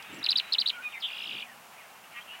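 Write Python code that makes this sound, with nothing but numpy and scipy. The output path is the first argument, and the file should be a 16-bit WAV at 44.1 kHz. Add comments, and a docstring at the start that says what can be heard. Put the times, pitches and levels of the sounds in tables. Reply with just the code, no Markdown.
"""A steady outdoor hush is heard first, with distant bird calls, faint ticks and soft low bumps.
Then a tree swallow on a wooden nest box gives two bursts of three chirps: nearly pure tones swept
in arches and quick downward slurs, with echoes from the wood. A farther bird answers with two
whistles, a buzz (fast modulation of one tone) and a trill (a rapid train of glides), and a short
distant rasp comes near the end. The farther a bird, the more reflections blur its song."""
import sys
import numpy as np
from scipy import signal
from scipy.fft import rfft, irfft
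from scipy.io import wavfile

SR = 44100
rng = np.random.default_rng(int(sys.argv[2]) if len(sys.argv) > 2 else 0)


def dump_mix(stems):
    """Bounce the given channels to the path in sys.argv[1] as a 16-bit WAV at rate SR."""
    frames = np.atleast_2d(stems).T  # one column per channel
    limited = np.clip(frames, -1, 1)  # hard clip at full scale
    pcm = np.round(limited * 32767).astype(np.int16)
    wavfile.write(sys.argv[1], SR, pcm)


N = 105840


def undb(db):
    """Amplitude ratio of a level: a factor of ten for every 20 dB."""
    return 10 ** (np.asarray(db) / 20)


def curve(rows, col=1):
    """Linear interpolation of one column against the first, t/s."""
    rows = np.array(rows)
    return np.interp(np.arange(N) / SR, rows[:, 0], rows[:, col])


def envelope(rows):
    """Amplitude envelope from the last column, level/dB; silent outside the rows."""
    t = np.arange(N) / SR
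    return undb(curve(rows, col=-1)) * (t > rows[0][0]) * (t < rows[-1][0])


def gain_at(hz, spectrum):
    """Frequency response: rows of f/Hz, level/dB interpolated on a logarithmic frequency axis."""
    f, db = np.array(spectrum).T
    return undb(np.interp(np.log(hz + 1), np.log(f), db))


def unit(x):
    """Normalisation to a standard deviation of 1."""
    return x / np.std(x)


def noise(spectrum, size=N):
    """Spectral shaping: white noise weighted by a frequency response, at rms 1."""
    gain = gain_at(np.fft.rfftfreq(size, 1 / SR), spectrum)
    return unit(irfft(rfft(rng.standard_normal(size)) * gain, size))


def resonant_noise(hz, width_hz):
    """Resonance: white noise through two like resonators in cascade, at rms 1."""
    b, a = signal.iirpeak(hz, hz / width_hz, fs=SR)
    once = signal.lfilter(b, a, rng.standard_normal(N))
    return unit(signal.lfilter(b, a, once))


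def walk(rate_hz, size=N):
    """Random modulation: standard normal values joined by straight lines."""
    return np.interp(np.arange(size) * rate_hz / SR, np.arange(4096), rng.standard_normal(4096))


def add(out, start, x):
    """Superposition: x is summed into out from a start time in seconds."""
    i = max(int(start * SR), 0)
    out[i:i + len(x)] += x[:max(N - i, 0)]


def phase_of(hz):
    """Phase as the time integral of frequency."""
    return 2 * np.pi * np.cumsum(hz) / SR


def glide(length, pitches, fullness, jitter):
    """Parabolic sweep through three frequencies, and an envelope that fullness flattens."""
    u = np.linspace(0, 1, int(length * SR))
    hz = np.polyval(np.polyfit([0, .5, 1], pitches, 2), u)
    env = np.tanh(fullness * np.sin(np.pi * u) ** 2) / np.tanh(fullness)
    return hz * (1 + jitter * walk(898, size=len(u))), env


def outdoors():
    """Broadband noise: a steady hush, and far bird chatter merged into a flickering band."""
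    # spectral densities: f/Hz, relative level/dB
    hush_spectrum = [(25, -60), (50, -35), (100, -16.5), (200, -8), (290, -14), (500, -9.5), (800, -1.5),
                     (1150, -4.5), (1410, -5.5), (1750, -12.5), (2400, -14), (3300, -16.5), (15500, -20.5)]
    chatter_spectrum = [(700, -17.5), (1300, -2), (2000, -1), (2800, 2.5), (3600, -10.5), (4500, -21),
                        (8000, -29)]
    # slow course of the chatter: t/s, level/dB
    chatter_levels = [(0, -51), (.25, -47), (.45, -47.5), (.75, -52), (1.4, -53), (1.6, -57), (2.1, -56),
                      (2.25, -54), (2.4, -50.5)]
    hush = noise(hush_spectrum) * undb(-52.5 + 0.16 * walk(5.3))
    chatter = noise(chatter_spectrum) * undb(curve(chatter_levels) + 2.2 * walk(40))
    return hush + chatter


def far_birds():
    """Random frequency modulation makes the gliding notes of distant birds waver."""
    # notes: t/s, duration/s, first f/Hz, middle f/Hz, last f/Hz, relative level/dB
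    notes = [(0, 0.084, 2500, 2500, 2650, -53), (.01, .13, 3000, 3550, 3590, -56.5),
             (0.106, 0.074, 2600, 2110, 1920, -54), (0.149, 0.069, 3000, 2750, 2650, -55),
             (0.186, 0.01, 6370, 5900, 5000, -54), (.722, 0.0475, 3080, 3000, 2750, -48),
             (.715, 0.068, 2500, 2350, 2250, -48.5), (1.444, 0.083, 2700, 1950, 1750, -52),
             (1.77, 0.059, 2580, 2250, 1860, -52.5), (2.205, 0.017, 3000, 3180, 3200, -48.5),
             (2.21, .03, 4300, 3980, 3600, -66), (2.27, .06, 2865, 2750, 2580, -46)]
    out = np.zeros(N)
    for start, length, *pitches, db in notes:
        hz, env = glide(length, pitches, fullness=12, jitter=.06)
        add(out, start, undb(db) * env * np.sin(phase_of(hz)))
    return out


def ticks(decay_s=.003):
    """Exponential decay of wide-band noise is heard as a faint tick."""
    # onsets: t/s, level/dB
    onsets = [(0.025, -42), (.144, -45.5), (2.318, -61)]
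    env = np.zeros(N)
    for start, db in onsets:
        add(env, start, undb(db) * np.exp(-np.arange(N) / SR / decay_s))
    return env * resonant_noise(hz=3200, width_hz=4900)


def bumps():
    """Low resonant noise under half-sine envelopes is heard as soft bumps."""
    # swells: t/s, duration/s, level/dB
    swells = [(0.062, 0.19, -47.5), (0.261, 0.16, -58), (0.594, 0.051, -57), (1.222, 0.22, -57),
              (1.338, 0.033, -53.5)]
    env = np.zeros(N)
    for start, length, db in swells:
        add(env, start, undb(db) * np.sin(np.linspace(0, np.pi, int(length * SR))))
    return env * resonant_noise(hz=250, width_hz=260)


def thin_tones():
    """Faint, far-off sinusoids held with slight frequency modulation."""
    # tones: t/s, duration/s, f/Hz, level/dB
    tones = [(0.121, .058, 7620, -55), (0.405, 0.13, 3910, -51), (0.628, 0.29, 250, -65.5),
             (0.878, 0.12, 3655, -54.5), (1.37, 0.25, 239, -66), (2.301, 0.064, 2900, -43.5),
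             (2.359, 0.036, 3000, -54)]
    out = np.zeros(N)
    for start, length, pitch, db in tones:
        hz, env = glide(length, (pitch, pitch, pitch), fullness=6, jitter=0.021)
        add(out, start, undb(db) * env * np.sin(phase_of(hz)))
    return out


def swallow():
    """Frequency sweeps a few milliseconds long, with weak second and third harmonics."""
    # arched notes: t/s, duration/s, f/Hz at both ends, f/Hz at the top, level/dB
    arches = [(0.2841, 0.02, 2500, 4150, -19), (0.3542, 0.0164, 2310, 3956, -19),
              (0.581, 0.0155, 2650, 4130, -18.5), (0.657, 0.015, 2330, 3890, -21.5)]
    # quick slurs: t/s, duration/s, first f/Hz, middle f/Hz, last f/Hz, level/dB
    slurs = [(.228, 0.0076, 3900, 3870, 3450, -33), (.24, 0.0085, 4920, 4640, 3670, -23),
             (0.2528, 0.0043, 4300, 4000, 3300, -28.5), (0.2619, 0.0061, 5200, 3640, 2500, -20),
             (.268, 0.0055, 3340, 2700, 1950, -29.5), (.304, 0.0071, 4500, 4880, 3900, -18),
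             (0.3144, 0.008, 5100, 4420, 3400, -18.5), (.325, 0.0082, 4350, 3500, 2290, -25),
             (0.372, 0.0057, 4520, 4690, 3900, -19.5), (0.38, 0.0094, 5080, 4520, 3640, -19),
             (0.3912, 0.0061, 4300, 3900, 3000, -26.5), (.397, .0056, 4770, 3480, 2300, -20),
             (.522, 0.0083, 3900, 4300, 3200, -20.5), (0.5318, .011, 5100, 4486, 2730, -19),
             (0.5455, .0102, 4500, 3200, 2820, -22), (.598, 0.0078, 4260, 4880, 3900, -20.5),
             (0.608, 0.011, 5150, 4420, 3740, -21.5), (0.616, 0.01, 4300, 3200, 2950, -26.5),
             (0.6729, 0.0074, 4370, 4240, 3300, -21), (0.6832, 0.0082, 5070, 4436, 3550, -22.5),
             (0.6936, 0.0072, 4370, 3400, 2820, -22.5), (.70, 0.0057, 4640, 3710, 2480, -21)]
    # faint falling tone that ends each chirp: t/s
    trails = [.272, .332, .403, .555, .627, .706]
    trail_s, trail_hz, trail_db = 0.0091, (2650, 2250, 1850), -41.5
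    arch_fullness, slur_fullness = 1.65, 4.6
    notes = [(t, length, (ends, top, ends), db, arch_fullness) for t, length, ends, top, db in arches]
    notes += [(t, length, pitches, db, slur_fullness) for t, length, *pitches, db in slurs]
    notes += [(t, trail_s, trail_hz, trail_db, slur_fullness) for t in trails]
    out = np.zeros(N)
    for start, length, pitches, db, fullness in notes:
        hz, env = glide(length, pitches, fullness, jitter=.014)
        phase = phase_of(hz)
        tone = np.sin(phase) + undb(-32.5) * np.sin(2 * phase) + undb(-38.5) * np.sin(3 * phase)
        add(out, start, undb(db) * env * tone)
    return out


def nest_box(song, wood_lag_s=.00077, box_lag_s=.0036):
    """Comb filtering: an image source in the wood under the bird, then a later echo from the box."""
    out = song.copy()
    add(out, wood_lag_s, undb(-10.5) * out)
    add(out, box_lag_s, undb(-21) * out)
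    return out


def whistles():
    """A pure tone, then a higher one with partials at 1/2 and 3/2 of its frequency."""
    # contours: t/s, f/Hz, level/dB
    low_whistle = [(.738, 1370, -49), (.752, 1478, -42.5), (.786, 1408, -41.5), (.81, 1515, -40),
                   (.822, 1440, -54)]
    high_whistle = [(.822, 2482, -50), (0.833, 2497, -40), (.855, 2470, -30.5), (.868, 2486, -30),
                    (.881, 2373, -36.5), (.892, 2420, -56)]
    low, high = (phase_of(curve(w) * (1 + 0.0027 * walk(300))) for w in (low_whistle, high_whistle))
    partials = np.sin(high) + undb(-18.5) * np.sin(high / 2) + undb(-21) * np.sin(1.5 * high)
    return envelope(low_whistle) * np.sin(low) + envelope(high_whistle) * partials


def buzz(flutter_hz=255, depth=0.47):
    """Fast frequency and amplitude modulation puts sidebands around a low tone, then a high one."""
    # carrier contours: t/s, f/Hz, level/dB
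    low_buzz = [(.922, 3200, -41), (.935, 2478, -36.5), (.955, 2315, -33), (.968, 2087, -39.5),
                (.98, 2077, -32.5), (.994, 2025, -59)]
    high_buzz = [(1.002, 4950, -49), (1.012, 4750, -41.5), (1.019, 3950, -43), (1.025, 3363, -30.5),
                 (1.042, 3306, -25.5), (1.06, 3278, -25.5), (1.076, 3170, -37)]
    out = np.zeros(N)
    for contour, swing, jitter in (low_buzz, 0.071, .2), (high_buzz, 0.094, 0.078):
        flutter = phase_of(flutter_hz * (1 + jitter * walk(200)))
        hz = curve(contour) * (1 + swing * np.sin(flutter))
        throb = (1 - depth * np.cos(flutter)) / (1 + depth)
        out += envelope(contour) * throb * np.sin(phase_of(hz))
    return out


def trill(count=20, start_s=1.0775, period_s=.0168, slowing_s=.00012, flutter_hz=235):
    """A slowing train of overlapping sweeps, roughened by amplitude modulation."""
    # course of the trill: t/s, relative level/dB
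    levels = [(1.07, -38), (1.15, -35.5), (1.28, -33.5), (1.36, -35.5), (1.42, -35)]
    # frequency response of the voice: f/Hz, level/dB
    voice = [(2000, -3), (2600, 2.5), (3100, 0), (3700, -5), (4400, -4), (5400, -5)]
    # parts of a syllable: lag/s, duration/s, nominal (first, middle, last) f/Hz, relative level/dB
    flick = (-0.0059, 0.0076, (5100, 4560, 4300), -12)
    fall = (0, .0125, (3900, 3000, 2210), 0)
    rise = (.0115, 0.01348, (2500, 3400, 3500), -9)
    out = np.zeros(N)
    for k in range(count):
        start = start_s + k * period_s + slowing_s * k * k / 2
        syllable_db = np.interp(start, *np.array(levels).T)
        lift = 1 + 0.062 * np.sin(np.pi * k / count)  # the pitch is highest in mid-trill
        parts = (flick, fall, rise) if k < count - 1 else (flick, fall)
        for lag, length, pitches, db in parts:
            detune, accent_db = rng.standard_normal(2) * (0.027, 0.82)
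            hz, env = glide(length, np.array(pitches) * (lift + detune), fullness=3.3, jitter=0.054)
            gain = undb(syllable_db + db + accent_db) * gain_at(hz, voice)
            add(out, start + lag, gain * env * np.sin(phase_of(hz)))
    flutter = phase_of(flutter_hz * (1 + 0.129 * walk(150)))
    return out * (1 + .55 * np.sin(flutter))


def far_rasp(pulse_hz=238.3, band_hz=(1320, 2950)):
    """Source and filter: a distant bird's rasp is a nearly periodic pulse train, band-limited."""
    # envelope: t/s, relative level/dB
    levels = [(2.138, -56), (2.16, -43.5), (2.188, -41), (2.197, -56)]
    cycles = np.cumsum(pulse_hz * (1 + 0.016 * walk(250))) / SR
    pulses = np.diff(np.floor(cycles), prepend=0)
    band = signal.butter(5, band_hz, "band", fs=SR, output="sos")
    return unit(signal.sosfilt(band, pulses)) * envelope(levels)


def reflections(x, db, lag_s, decay_s):
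    """Diffuse reflection from the surroundings: convolution with exponentially decaying noise."""
    # spectrum of the scattered sound: f/Hz, relative level/dB
    scatter = [(500, 0), (2800, -6), (4000, -8.5), (6000, -5.5), (15000, -30.5)]
    t = np.arange(SR // 2) / SR
    tail = noise(scatter, size=len(t)) * np.exp(-t / decay_s)
    out = np.zeros(N)
    add(out, lag_s, signal.fftconvolve(x, tail / np.linalg.norm(tail)))
    return undb(db) * out


def scene():
    """Superposition of all sources; the direct-to-reverberant ratio falls with a bird's distance."""
    near = nest_box(swallow())
    answer = whistles() + buzz()
    rattle = trill()
    far = far_birds() + far_rasp()
    birds = near + answer + rattle + undb(-2) * far
    early = (reflections(near, db=-21.5, lag_s=0.0049, decay_s=0.0097)
             + reflections(answer, db=-11, lag_s=0.0044, decay_s=0.026)
             + reflections(rattle, db=-6.5, lag_s=0.001966, decay_s=0.011)
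             + reflections(far, db=-2.5, lag_s=0.002023, decay_s=0.0071))
    late = reflections(birds, db=-42.5, lag_s=.03, decay_s=.15)
    return (birds + early + late + thin_tones() + bumps() + ticks() + outdoors())[None]


def record(dry, low_hz=43, top_hz=15900):
    """Band limiting: the recorder thins the deep bass and cuts the top steeply."""
    high_pass = signal.butter(2, low_hz, "high", fs=SR, output="sos")
    low_pass = signal.ellip(10, .1, 70, top_hz, fs=SR, output="sos")
    return signal.sosfilt(low_pass, signal.sosfilt(high_pass, dry))


dry = scene()
out = record(dry)
dump_mix(out)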